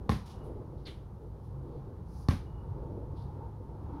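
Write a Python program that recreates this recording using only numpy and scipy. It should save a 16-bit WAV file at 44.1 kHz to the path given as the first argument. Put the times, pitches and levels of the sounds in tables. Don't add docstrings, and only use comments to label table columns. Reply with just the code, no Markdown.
import sys
import numpy as np
from scipy import signal
from scipy.fft import rfft, irfft
from scipy.io import wavfile

SR = 44100
rng = np.random.default_rng(int(sys.argv[2]) if len(sys.argv) > 2 else 0)


def waveform_to_disk(signal):
    frames = np.transpose(np.atleast_2d(signal))
    scaled = np.clip(frames, -1, 1) * 32767
    samples = np.round(scaled).astype(np.int16)
    wavfile.write(sys.argv[1], SR, samples)


N = 176400
TIME = np.arange(N) / SR
FREQUENCIES = np.arange(N // 2 + 1) * SR / N
SHOE_FADE_S = 0.34
SCATTER_STEREO_DB = -34.5

# (time [s], thump [dB], slap [dB], crack [dB], ping [dB], tail [dB], rebound [dB])
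BOUNCES = [(0.0940, 20, -18.5, -24.5, -61, -0.5, -2.5), (2.2863, 24.5, -26.5, -23.5, -49, -2, -17)]


def from_db(db):
    return 10 ** (np.asarray(db) / 20)


def at_hz(points, hz):
    known_hz, value = np.transpose(points)
    return np.interp(np.log(np.maximum(hz, 1)), np.log(known_hz), value)


def swell(points):
    return from_db(np.interp(TIME, *np.transpose(points)))


def butter(x, hz, kind, order=2):
    return signal.sosfilt(signal.butter(order, hz, kind, fs=SR, output="sos"), x + 1e-18)


def noise(spectrum, stereo_db=-59.5):
    roll_off = 1 + (FREQUENCIES / spectrum[-1][0] / 2) ** 4
    colour = from_db(at_hz(spectrum, FREQUENCIES)) / roll_off
    mid, side = irfft(rfft(rng.standard_normal((2, N))) * colour, N)
    return (mid + from_db(stereo_db) * side * np.array([[1], [-1]])) / mid.std()


def rough_tone(hz, width_hz):
    flutter = butter(rng.standard_normal((2, N)), width_hz, "low", order=3)
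    phase = 2 * np.pi * np.cumsum(hz * np.ones(N)) / SR
    tone = np.real((flutter[0] + 1j * flutter[1]) * np.exp(1j * phase))
    return tone / tone.std()


def waver(x, depth_db, rate_hz):
    slow = butter(rng.standard_normal(N), rate_hz, "low")
    return x * from_db(depth_db * slow / slow.std())


def ring(x, hz, fade_s):
    decay = np.exp(-np.log(1000) / (fade_s * SR))
    angle = 2 * np.pi * hz / SR
    return signal.lfilter([0, np.sin(angle)], [1, -2 * decay * np.cos(angle), decay * decay], x + 1e-18)


def envelope(start, rise_s, hold_s, fade_s):
    age = TIME - start
    fading = np.exp(-np.log(1000) * np.maximum(age - rise_s - hold_s, 0) / fade_s)
    return np.clip(age / rise_s, 0, 1) * fading


def delay(x, seconds):
    return np.interp(TIME - seconds, TIME, x, left=0)


def still_air():
    # (frequency [Hz], level per Hz [dB])
    hiss_colour = [(100, 11), (1200, 15), (2200, -2), (4000, 0.5), (6500, -1.5), (10000, -1.5), (15500, -8)]
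    return from_db(-72.5) * noise(hiss_colour)


def traffic():
    # (frequency [Hz], level per Hz [dB])
    rumble_colour = [(20, -47), (30, -31), (42, -4.5), (55, 3.5), (105, -3), (140, -5.5), (200, -9.5),
                     (300, -32.5), (600, -37.5)]
    drone_colour = [(130, 1.5), (230, -1.5), (320, 3.5), (500, 0), (650, -10.5), (900, -31), (1600, -46.5)]
    roar_colour = [(450, -20.5), (700, -5.5), (850, 0), (1000, -3.5), (1300, -11.5), (1700, -24),
                   (2500, -32)]
    # (frequency [Hz], relative level [dB])
    hum_tones = [(99, -2.5), (136, -4)]
    # (time [s], level [dB])
    hum_levels = [(0, -53), (1.3, -51), (1.7, -45), (2.3, -56), (2.75, -41), (3.1, -40), (3.5, -43.5),
                  (4, -51)]
    rumble_levels = [(0, -41.5), (.6, -45.5), (1.25, -46.5), (1.9, -44.5), (2.45, -41), (2.85, -42.5),
                     (3.3, -43.5), (3.6, -47.5), (4, -39.5)]
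    drone_levels = [(0, -49), (.25, -56.5), (.5, -45), (.8, -51.5), (1.24, -54.5), (1.5, -52), (1.78, -48),
                    (2.1, -54.5), (2.5, -52), (2.94, -44.5), (3.2, -51.5), (3.42, -49.5), (3.6, -51),
                    (3.8, -49), (4, -51.5)]
    roar_levels = [(0, -62), (.4, -56.5), (.8, -63.5), (1.24, -65), (1.75, -60.5), (2.1, -62.5), (2.5, -60),
                   (2.8, -59), (3.1, -62), (3.43, -58.5), (3.6, -65), (4, -54)]
    whine_levels = [(0, -74.5), (2.45, -71.5), (2.7, -58.5), (3.0, -63.5), (3.22, -59.5), (3.36, -60),
                    (3.43, -51.5), (3.58, -68.5), (3.67, -58.5), (3.8, -67.5), (3.95, -52), (4, -61)]
    hum = swell(hum_levels) * sum(from_db(db) * rough_tone(hz, width_hz=6.4) for hz, db in hum_tones)
    rumble = swell(rumble_levels) * noise(rumble_colour)
    drone = swell(drone_levels) * waver(noise(drone_colour), depth_db=1.93, rate_hz=8)
    tyre_roar = swell(roar_levels) * noise(roar_colour)
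    tyre_whine = swell(whine_levels) * rough_tone(hz=884, width_hz=58)
    return hum + rumble + drone + tyre_roar + tyre_whine


def bounce(start, thump_db, slap_db, crack_db, ping_db, rebound_db):
    # (frequency [Hz], relative level [dB], fade [s])
    skin_tones = [(467, -10.5, 0.045), (824, -8.5, 0.037), (1041, -3, 0.023), (1774, -18.5, 0.035)]
    air_tones = [(970, -7, 0.16), (1130, 13, 0.094), (1588, 0, 0.18), (1730, -2, 0.14), (1985, -13, 0.085),
                 (2320, -8, 0.35), (2680, -24, 0.22), (3400, -11, 0.1), (3840, -13, 0.24)]
    # (frequency [Hz], level per Hz [dB])
    grit_colour = [(2000, -31), (4000, 12.5), (5500, -5), (7500, -10), (11000, -8.5), (15500, -24)]
    click = np.zeros(N)
    click[int(start * SR)] = 1
    release = delay(click, 0.003544)
    rebound = from_db(rebound_db) * release
    bass = butter(click, 217.6, "low", order=3)
    thump = -from_db(thump_db) * butter(bass, 62, "high", order=5)
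    wobble = -from_db(thump_db - 46) * ring(release, hz=80.4, fade_s=0.21)
    knock = from_db(20.5) * butter(rebound, [78, 283], "band")
    skin_hits = click + from_db(-7.5) * rebound
    slap = sum(from_db(slap_db + db) * ring(skin_hits, hz, fade) for hz, db, fade in skin_tones)
    crush = envelope(start, rise_s=0.00013, hold_s=0.00033, fade_s=0.0081)
    grit = from_db(-9) * noise(grit_colour)[0] * crush
    crack = from_db(crack_db) * (grit - 2 * butter(click, [2250, 5900], "band"))
    ping = sum(from_db(ping_db + db) * ring(click, hz, fade) for hz, db, fade in air_tones)
    return thump + wobble + knock + slap + crack + ping


def court_tail():
    # (frequency [Hz], level per Hz [dB])
    wash_colour = [(30, -36), (60, -2.5), (90, 2.5), (150, -3.5), (240, 0), (340, -17), (480, -16),
                   (640, -24), (1100, -19.5), (1450, -25), (1800, -25.5), (2700, -31.5), (4000, -30.5),
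                   (5800, -34.5), (7500, -41.5), (10000, -39), (15500, -55)]
    # (frequency [Hz], fade [s])
    band_fades = [(70, 0.46), (250, 0.2), (1000, 0.3), (4000, 0.34), (12000, 0.32)]
    wash = rfft(noise(wash_colour, SCATTER_STEREO_DB))
    out = 0
    for centre, fade in band_fades:
        band = at_hz([(hz, float(hz == centre)) for hz, _ in band_fades], FREQUENCIES)
        level = sum(from_db(tail_db - 30) * envelope(start, rise_s=0.002, hold_s=0.029, fade_s=fade)
                    for start, *_, tail_db, _ in BOUNCES)
        out = out + level * irfft(wash * band, N)
    return out


def court_echoes(ball):
    # (delay [s], level [dB], low edge [Hz], high edge [Hz])
    reflections = [(0.024, -6.5, 1430, 3400), (.0275, -8, 192, 500), (0.045, -7.5, 60, 161)]
    # (frequency [Hz], level per Hz [dB])
    splash_colour = [(800, -12), (1200, -22), (1900, 21), (2700, -8), (3800, 8), (7000, -40)]
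    echoes = sum(from_db(db) * delay(butter(ball, [low, high], "band", order=1), lag)
                 for lag, db, low, high in reflections)
    first_lag = reflections[0][0]
    bursts = sum(envelope(start + first_lag, rise_s=0.00036, hold_s=0.00092, fade_s=0.044)
                 for start, *_ in BOUNCES)
    return echoes + from_db(-47.5) * noise(splash_colour, SCATTER_STEREO_DB) * bursts


def thin_ring():
    level = sum(envelope(start + 0.087, rise_s=0.07, hold_s=0.17, fade_s=0.5) for start, *_ in BOUNCES)
    return from_db(-81) * level * rough_tone(hz=2890, width_hz=23)


def shoe_scuffs():
    # (time [s], rise [s], hold [s], rasp low edge [Hz], rasp high edge [Hz], rasp [dB], grit [dB])
    scuffs = [(0.255, 0.0064, 0.015, 2340, 6800, -62, -69), (0.29, 0.016, 0.0098, 2720, 6000, -67.5, -79),
              (0.429, .015, .02, 1500, 4500, -78, -74), (0.767, 0.018, 0.033, 3000, 5170, -78.5, -90),
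              (1.42, 0.023, .015, 3000, 6000, -81, -80.5), (1.6, 0.14, .05, 3000, 4750, -81.5, -95),
              (2.043, 0.14, 0.048, 4243, 6540, -69.5, -71.5), (3.148, 0.028, 0.052, 3200, 4840, -70.5, -81)]
    # (frequency [Hz], level per Hz [dB])
    grit_colour = [(3000, -8), (6000, -12), (10000, 8), (13000, -5.5), (16000, -6)]
    hiss = rng.standard_normal(N)
    grit = noise(grit_colour)
    out = 0
    for start, rise, hold, low, high, rasp_db, grit_db in scuffs:
        rasp = butter(hiss, [low, high], "band")
        scrape = from_db(rasp_db) * rasp / rasp.std() + from_db(grit_db) * grit
        out = out + envelope(start, rise, hold, SHOE_FADE_S) * scrape
    return out


def shoe_skid():
    # (frequency [Hz], level per Hz [dB])
    rub_colour = [(1000, -8), (1700, -8.5), (2200, -4), (2600, -11), (3100, -3), (4600, -9), (5400, -16),
                  (7500, -21), (10000, -19), (15000, -37)]
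    start, rise_s, hold_s = 0.852, 0.022, 0.004
    squeak_hz, fall_octaves_per_s = 4500, 12
    rub = from_db(-51.5) * noise(rub_colour) * envelope(start, rise_s, hold_s, SHOE_FADE_S)
    slide_s = np.clip(TIME - start, 0, rise_s + 2 * hold_s)
    squeak = rough_tone(squeak_hz * 2 ** (-fall_octaves_per_s * slide_s), width_hz=620)
    return rub + from_db(-50.5) * squeak * envelope(start, rise_s / 2, hold_s=rise_s, fade_s=0.12)


def engine_rev():
    # (time [s], pitch [Hz], level [dB])
    engine_note = [(3.6, 265, -76), (3.88, 285, -61.5), (3.961, 305.3, -43.5), (4, 310, -45)]
    times, hz, db = np.transpose(engine_note)
    return from_db(np.interp(TIME, times, db)) * rough_tone(np.interp(TIME, times, hz), width_hz=35)


def scene():
    ball = sum(bounce(start, thump, slap, crack, ping, rebound)
               for start, thump, slap, crack, ping, _, rebound in BOUNCES)
    court = court_echoes(ball) + court_tail()
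    shoes = shoe_scuffs() + shoe_skid()
    background = traffic() + engine_rev() + still_air()
    return ball + court + shoes + background + thin_ring()


def record(dry):
    dip_hz, dip_width_hz, dip_depth, cutoff_hz = 7680, 2740, 0.55, 15700
    treble_band = signal.lfilter(*signal.iirpeak(dip_hz, dip_hz / dip_width_hz, fs=SR), dry)
    top_cut = signal.ellip(10, 0.1, 80, cutoff_hz, fs=SR, output="sos")
    return signal.sosfilt(top_cut, dry - dip_depth * treble_band)


dry = scene()
out = record(dry)
waveform_to_disk(out)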